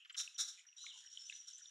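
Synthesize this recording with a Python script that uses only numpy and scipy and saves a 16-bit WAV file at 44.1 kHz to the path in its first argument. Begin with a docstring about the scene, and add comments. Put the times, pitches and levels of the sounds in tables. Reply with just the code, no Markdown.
"""Birds at a garden feeder, heard with almost no bass over faint air and a short echo from the trees.
First wings flutter close by, each stroke a swish with feather overtones falling in a zip. Two harsh calls
follow, uneven pulses and puffs of noise with a bright, ringing colour. Then the flock chatters,
with thin peeps and one falling whistle, and a faint last rasp comes near the end. Throughout, beaks set
the feeder ringing in short ticks, among soft rustles and a few cracking seed husks."""
import sys
import numpy as np
from scipy import signal
from scipy.fft import rfft, irfft, next_fast_len
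from scipy.io import wavfile
from scipy.ndimage import uniform_filter1d, map_coordinates

SR = 44100
rng = np.random.default_rng(int(sys.argv[2]) if len(sys.argv) > 2 else 0)


def waveform_to_disk(signal):
    """Save audio, clipped to [-1, 1], as 16-bit WAV at the path in sys.argv[1]."""
    frames = np.transpose(np.atleast_2d(signal))
    scaled = np.clip(frames, -1, 1) * 32767
    samples = np.round(scaled).astype(np.int16)
    wavfile.write(sys.argv[1], SR, samples)


N = 74970

# reverberation among the trees (frequency [Hz], time to fall 60 dB [s])
TREE_DECAY = [(800, 0.44), (5600, 0.29)]
# spectra of the air, centre and side (frequency [Hz], gain [dB])
AIR_SPECTRUM = [(25, -30.5), (400, -28), (1500, 0), (2800, 0.5), (4500, -16), (7000, -13.5), (15000, -26)]
AIR_SIDE_SPECTRUM = [(25, -30.5), (500, -21.5), (1200, 4.5), (2400, 2.5), (4000, -18.5)]
# loudness of the flock (time [s], level [dB])
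FLOCK_LEVELS = [(0, -76), (0.05, -81), (0.092, -76), (0.597, -64), (0.658, -85), (0.749, -79.5),
                (0.779, -64), (0.851, -55), (0.901, -64), (1.003, -59), (1.049, -66), (1.169, -62),
                (1.348, -60), (1.442, -67.5), (1.499, -61.5), (1.551, -66), (1.601, -65.5), (1.7, -67.5)]
# rustles (time [s], length [s], centre frequency [Hz], level [dB])
RUSTLES = [(0, 0.033, 2904, -64), (0.574, 0.027, 2270, -66), (0.649, 0.0043, 1690, -68.5),
           (0.838, 0.0059, 1266, -68), (0.939, 0.039, 949.4, -77), (1.026, 0.036, 1762, -70.5),
           (1.308, 0.02, 1833, -66), (1.478, 0.012, 1516, -78.5), (1.583, 0.03, 1657, -73.5)]
# cracking husks (time [s], level [dB])
HUSK_CRACKS = [(0.124, -56.5), (1.299, -59.5), (1.5805, -51)]
# beak impacts (time [s], level [dB], ring frequency [Hz])
PECKS = [(0.276, -43, 2525), (0.3635, -54.5, 2980), (0.5927, -55, 2850), (0.6877, -59.5, 2747),
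         (.728, -59.5, 2540), (0.8656, -46, 2110), (0.8642, -48.5, 3220), (1.074, -53, 2857),
         (1.1732, -40.5, 2926), (1.2975, -38.5, 2537), (1.325, -44.5, 3530), (1.324, -53, 2055),
         (1.6568, -47.5, 3426)]
# course of the whistle (time [s], pitch [Hz], level [dB])
WHISTLE_CONTOUR = [(0.767, 3708, -79), (0.784, 3863, -55), (0.809, 4055, -63.5), (0.858, 4040, -56.5),
                   (.893, 3470, -54.5), (.925, 2804, -58)]
# thin peeps (time [s], length [s], pitch [Hz], level [dB])
PEEP_NOTES = [(0.343, 0.017, 5810, -51.5), (0.666, 0.027, 5770, -58.5), (0.764, 0.017, 5790, -53.5),
              (0.812, 0.029, 5970, -52), (0.97, 0.033, 6000, -62.5), (1.058, 0.028, 5620, -56),
              (1.113, 0.03, 5715, -54), (1.19, 0.033, 5437, -54.5), (1.251, 0.03, 5900, -54.5),
              (1.326, 0.049, 5877, -54.5), (1.383, 0.028, 5747, -51.5), (1.469, 0.017, 5660, -52.5),
              (1.527, 0.028, 6010, -56.5), (1.617, 0.019, 5763, -55.5), (1.671, 0.022, 5860, -56.5)]
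# wing strokes (time [s], level [dB])
WING_STROKES = [(0.048, -54.5), (0.0966, -48), (0.144, -46.5), (0.193, -45.5), (.232, -57)]
# bursts of effort in the harsh calls (time [s], rise [s], hold [s], level [dB])
RASP_BURSTS = [(0.164, 0.018, 0.03, -40.5), (0.377, 0.026, 0.002, -34), (0.402, 0.016, 0.0064, -46.5),
               (0.473, 0.0064, 0.019, -48.5), (1.471, 0.0073, 0.0058, -55.5)]
# filter responses that colour each sound (frequency [Hz], gain [dB])
FLOCK_SPECTRUM = [(500, -46.5), (1080, -41), (1500, -14), (2300, -28.5), (3000, -0.5), (3750, -0.5),
                  (4650, -15), (5750, 2), (6300, -11.5), (6900, 2), (7800, -12), (9400, -16.5),
                  (10200, -37.5), (11600, -29.5), (14000, -55)]
HUSK_SPECTRUM = [(1500, -38.5), (6000, -15), (7600, 14.5), (10000, -24), (15000, -24.5)]
PECK_SPECTRUM = [(400, -44.5), (1800, 1.5), (3700, 0), (10000, -29.5)]
WING_SPECTRUM = [(700, -45), (1200, -17.5), (2100, -13), (2550, -11), (3100, -1), (3800, -15), (5200, -13),
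                 (9000, -34.5)]
RASP_SPECTRUM = [(500, -74), (800, -40.5), (960, -38), (1260, -23.5), (1520, -14), (1850, -27),
                 (3100, -25.5), (3700, -2), (3950, -2.5), (4300, -17.5), (5020, -15), (5450, -0.5),
                 (5880, -0.5), (6250, -12), (6950, -5.5), (8300, -22.5), (9150, -15.5), (10700, -39),
                 (12000, -27), (14000, -56.5)]

TIME = np.arange(N) / SR


def amp(db):
    """Amplitude ratio of a level in decibels."""
    return 10 ** (np.asarray(db) / 20)


def unit(x):
    """Normalisation to rms 1."""
    return x / np.sqrt(np.mean(x ** 2) + 1e-20)


def along(points, hz):
    """Interpolation on a logarithmic frequency axis."""
    frequencies, values = np.transpose(points)
    return np.interp(np.log(hz + 1), np.log(frequencies + 1), values)


def wobble(rate):
    """Random modulation: a spline of rms 1 through `rate` knots a second."""
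    return unit(map_coordinates(rng.standard_normal(N // 4), [TIME * rate], mode="wrap"))


def coloured(x, spectrum):
    """Minimum-phase filtering: folding the cepstrum makes the response causal."""
    size = 2 * next_fast_len(N)
    cepstrum = irfft(np.log(amp(along(spectrum, np.fft.rfftfreq(size, 1 / SR)))))
    cepstrum[1:size // 2] *= 2
    cepstrum[size // 2 + 1:] = 0
    return irfft(rfft(x, size) * np.exp(rfft(cepstrum)))[:N]


def envelope(start, rise, hold, t60):
    """Linear attack, hold, then exponential decay of 60 dB in t60 seconds."""
    t = TIME - start
    return np.clip(t / rise, 0, 1) * amp(-60 * np.maximum(t - rise - hold, 0) / t60)


def phase_of(hz):
    """Phase in radians as the integral of frequency."""
    return 2 * np.pi * np.cumsum(hz) / SR


def tree_echo(x, wet_db):
    """Scattering from the trees adds a diffuse tail whose treble decays sooner."""
    hz, t, bands = signal.stft(rng.standard_normal(SR // 2), SR, nperseg=256)
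    tail = signal.istft(bands * amp(-60 * t / along(TREE_DECAY, hz)[:, None]), SR, nperseg=256)[1]
    tail *= np.minimum(np.arange(len(tail)) / SR / .023, 1)  # builds over 23 ms
    return x + amp(wet_db) * signal.fftconvolve(x, tail / np.linalg.norm(tail))[:N]


def frame_reflection(x, gain=.38, delay_s=.00491):
    """Comb filtering: the direct sound interferes with a reflection off the feeder's wooden frame."""
    delayed = np.pad(x, (round(delay_s * SR), 0))[:N]
    return (x + gain * delayed) / np.hypot(1, gain)


def air():
    """Ambient floor of uncorrelated noises, (centre, side): the centre wavers, the side fades."""
    centre = unit(coloured(rng.standard_normal(N), AIR_SPECTRUM))
    side = unit(coloured(rng.standard_normal(N), AIR_SIDE_SPECTRUM))
    return amp(-82 + 2 * wobble(25)) * centre, amp(-84 - 7 * TIME) * side


def flock():
    """Many small voices add incoherently into a scratchy wash of amplitude-modulated noise."""
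    times, db = np.transpose(FLOCK_LEVELS)
    scratch = rng.standard_normal(N) * amp(2.2 * wobble(400) + 1.8 * wobble(50))
    return amp(np.interp(TIME, times, db)) * unit(coloured(scratch, FLOCK_SPECTRUM))


def rustles():
    """Narrow-band noise from random quadrature modulation; a flickering level makes it grainy."""
    out = np.zeros(N)
    for start, length, hz, db in RUSTLES:
        phase, width_hz = 2 * np.pi * hz * TIME, .3 * hz
        band = wobble(width_hz) * np.sin(phase) + wobble(width_hz) * np.cos(phase)
        grain = amp(3 * wobble(120))
        out += amp(db) * unit(band * grain) * envelope(start, .003, length, t60=.035)
    return out


def husks():
    """Brittle fracture: each seed husk releases a brief burst of bright noise."""
    bursts = sum(amp(db) * envelope(start, .00096, 0, t60=.034) for start, db in HUSK_CRACKS)
    return coloured(rng.standard_normal(N) * bursts, HUSK_SPECTRUM)


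def pecks(rise_s=.0011, sag=.16, sag_s=.002):
    """Damped vibration after a beak's impact: the pitch starts high and sags to the ring frequency."""
    out = np.zeros(N)
    for start, db, hz in PECKS:
        t = np.maximum(TIME - start, 0)
        phase = 2 * np.pi * hz * (t + sag * sag_s * (1 - np.exp(-t / sag_s)))
        snap = .8 * envelope(start, rise_s, 0, t60=.0062)
        ring = .72 * envelope(start, rise_s, 0, t60=.021)
        out += amp(db) * np.sin(phase) * uniform_filter1d(snap + ring, round(rise_s * SR / 2))
    return coloured(out, PECK_SPECTRUM)


def whistle():
    """Frequency glide: a nearly pure tone lifts, holds and drops away at its end."""
    times, hz, db = np.transpose(WHISTLE_CONTOUR)
    pitch = np.interp(TIME, times, hz) * (1 + .009 * wobble(450))
    level = np.interp(TIME, times, db, left=-200, right=-200) + 1.9 * wobble(150)
    return amp(level) * np.sin(phase_of(pitch))


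def peeps(flick_s=.0022, rise_s=.004, noise_share=.2):
    """Modulation sidebands roughen thin tones; the shorter the note, the more it flicks downward."""
    out = np.zeros(N)
    for start, length, hz, db in PEEP_NOTES:
        flick = (flick_s / length) ** 2 * np.interp(TIME, [start, start + length], [1, -1])
        phase = phase_of(hz * (1 + flick + .014 * wobble(700)))
        sidebands = (wobble(330) * np.sin(phase) + wobble(330) * np.cos(phase)) / np.sqrt(2)
        overtone = amp(-44.5) * np.sin(2 * phase)
        tone = np.sqrt(1 - noise_share) * np.sin(phase) + np.sqrt(noise_share) * sidebands + overtone
        out += amp(db + 2 * wobble(230)) * tone * envelope(start, rise_s, length - rise_s, t60=.04)
    return out


def wings(start_hz=1120, fall_s=.024, hold_s=.01, t60=.042):
    """Each stroke is a swish plus a falling chirp of feather harmonics 2 to 6; gives (centre, side)."""
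    strokes, lowest = np.zeros(N), np.zeros(N)
    for start, db in WING_STROKES:
        plunge = np.exp(-np.clip(TIME - start, 0, .05) / fall_s)
        phase = phase_of(start_hz * plunge * (1 + .025 * wobble(600)))
        harmonics = sum(amp(-8 * max(k - 4, 0)) * np.sin(k * phase + rng.uniform(0, 2 * np.pi))
                        for k in range(2, 7))
        swish = rng.standard_normal(N)
        strokes += amp(db) * (harmonics + swish) * envelope(start, .0005, hold_s, t60)
        lowest += amp(db) * np.sin(2 * phase) * envelope(start, .003, hold_s, t60)
    centre = coloured(strokes, WING_SPECTRUM)
    quadrature = signal.hilbert(centre).imag  # a 90-degree shift gives width
    wide = coloured(lowest, [(600, -30), (1100, 0)])  # the lowest overtone spreads furthest
    return centre, amp(-6) * quadrature + amp(-8.5) * wide


def rasps(pitch_hz=427.7, jitter=.06, noise_share=.4):
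    """Source and filter: uneven pulses and puffs of noise take on a bright, ringing colour."""
    cycles = phase_of(pitch_hz * (1 + jitter * wobble(350))) / (2 * np.pi)
    pulses = np.diff(np.floor(cycles), prepend=0) * amp(.49 * wobble(400))
    puffs = rng.standard_normal(N) * np.exp(-2.5 * (cycles % 1))
    source = np.sqrt(1 - noise_share) * unit(pulses) + np.sqrt(noise_share) * unit(puffs)
    effort = sum(amp(db) * envelope(start, rise, hold, t60=.084) for start, rise, hold, db in RASP_BURSTS)
    steady_rms = np.std(coloured(source, RASP_SPECTRUM))
    return coloured(source * effort, RASP_SPECTRUM) / steady_rms


def scene():
    """Superposition in mid-side stereo: only the close wings and the faint air have width."""
    calls = frame_reflection(tree_echo(rasps(), wet_db=-8) + flock())
    tones = tree_echo(peeps(), wet_db=-3.5) + tree_echo(whistle(), wet_db=0)
    rustling = tree_echo(rustles(), wet_db=-10)
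    wing_centre, wing_side = wings()
    close = tree_echo(wing_centre + pecks() + husks(), wet_db=-13.5)
    air_centre, air_side = air()
    mid = air_centre + rustling + close + tones + calls
    side = air_side + tree_echo(wing_side, wet_db=-16.5)
    return np.array([mid + side, mid - side])


def record(dry, top_hz=15400):
    """Band limiting: an ideal low-pass filter removes everything above top_hz."""
    size = next_fast_len(N + SR // 2)
    passband = np.fft.rfftfreq(size, 1 / SR) < top_hz
    return irfft(rfft(dry, size) * passband, size)[:, :N]


dry = scene()
out = record(dry)
waveform_to_disk(out)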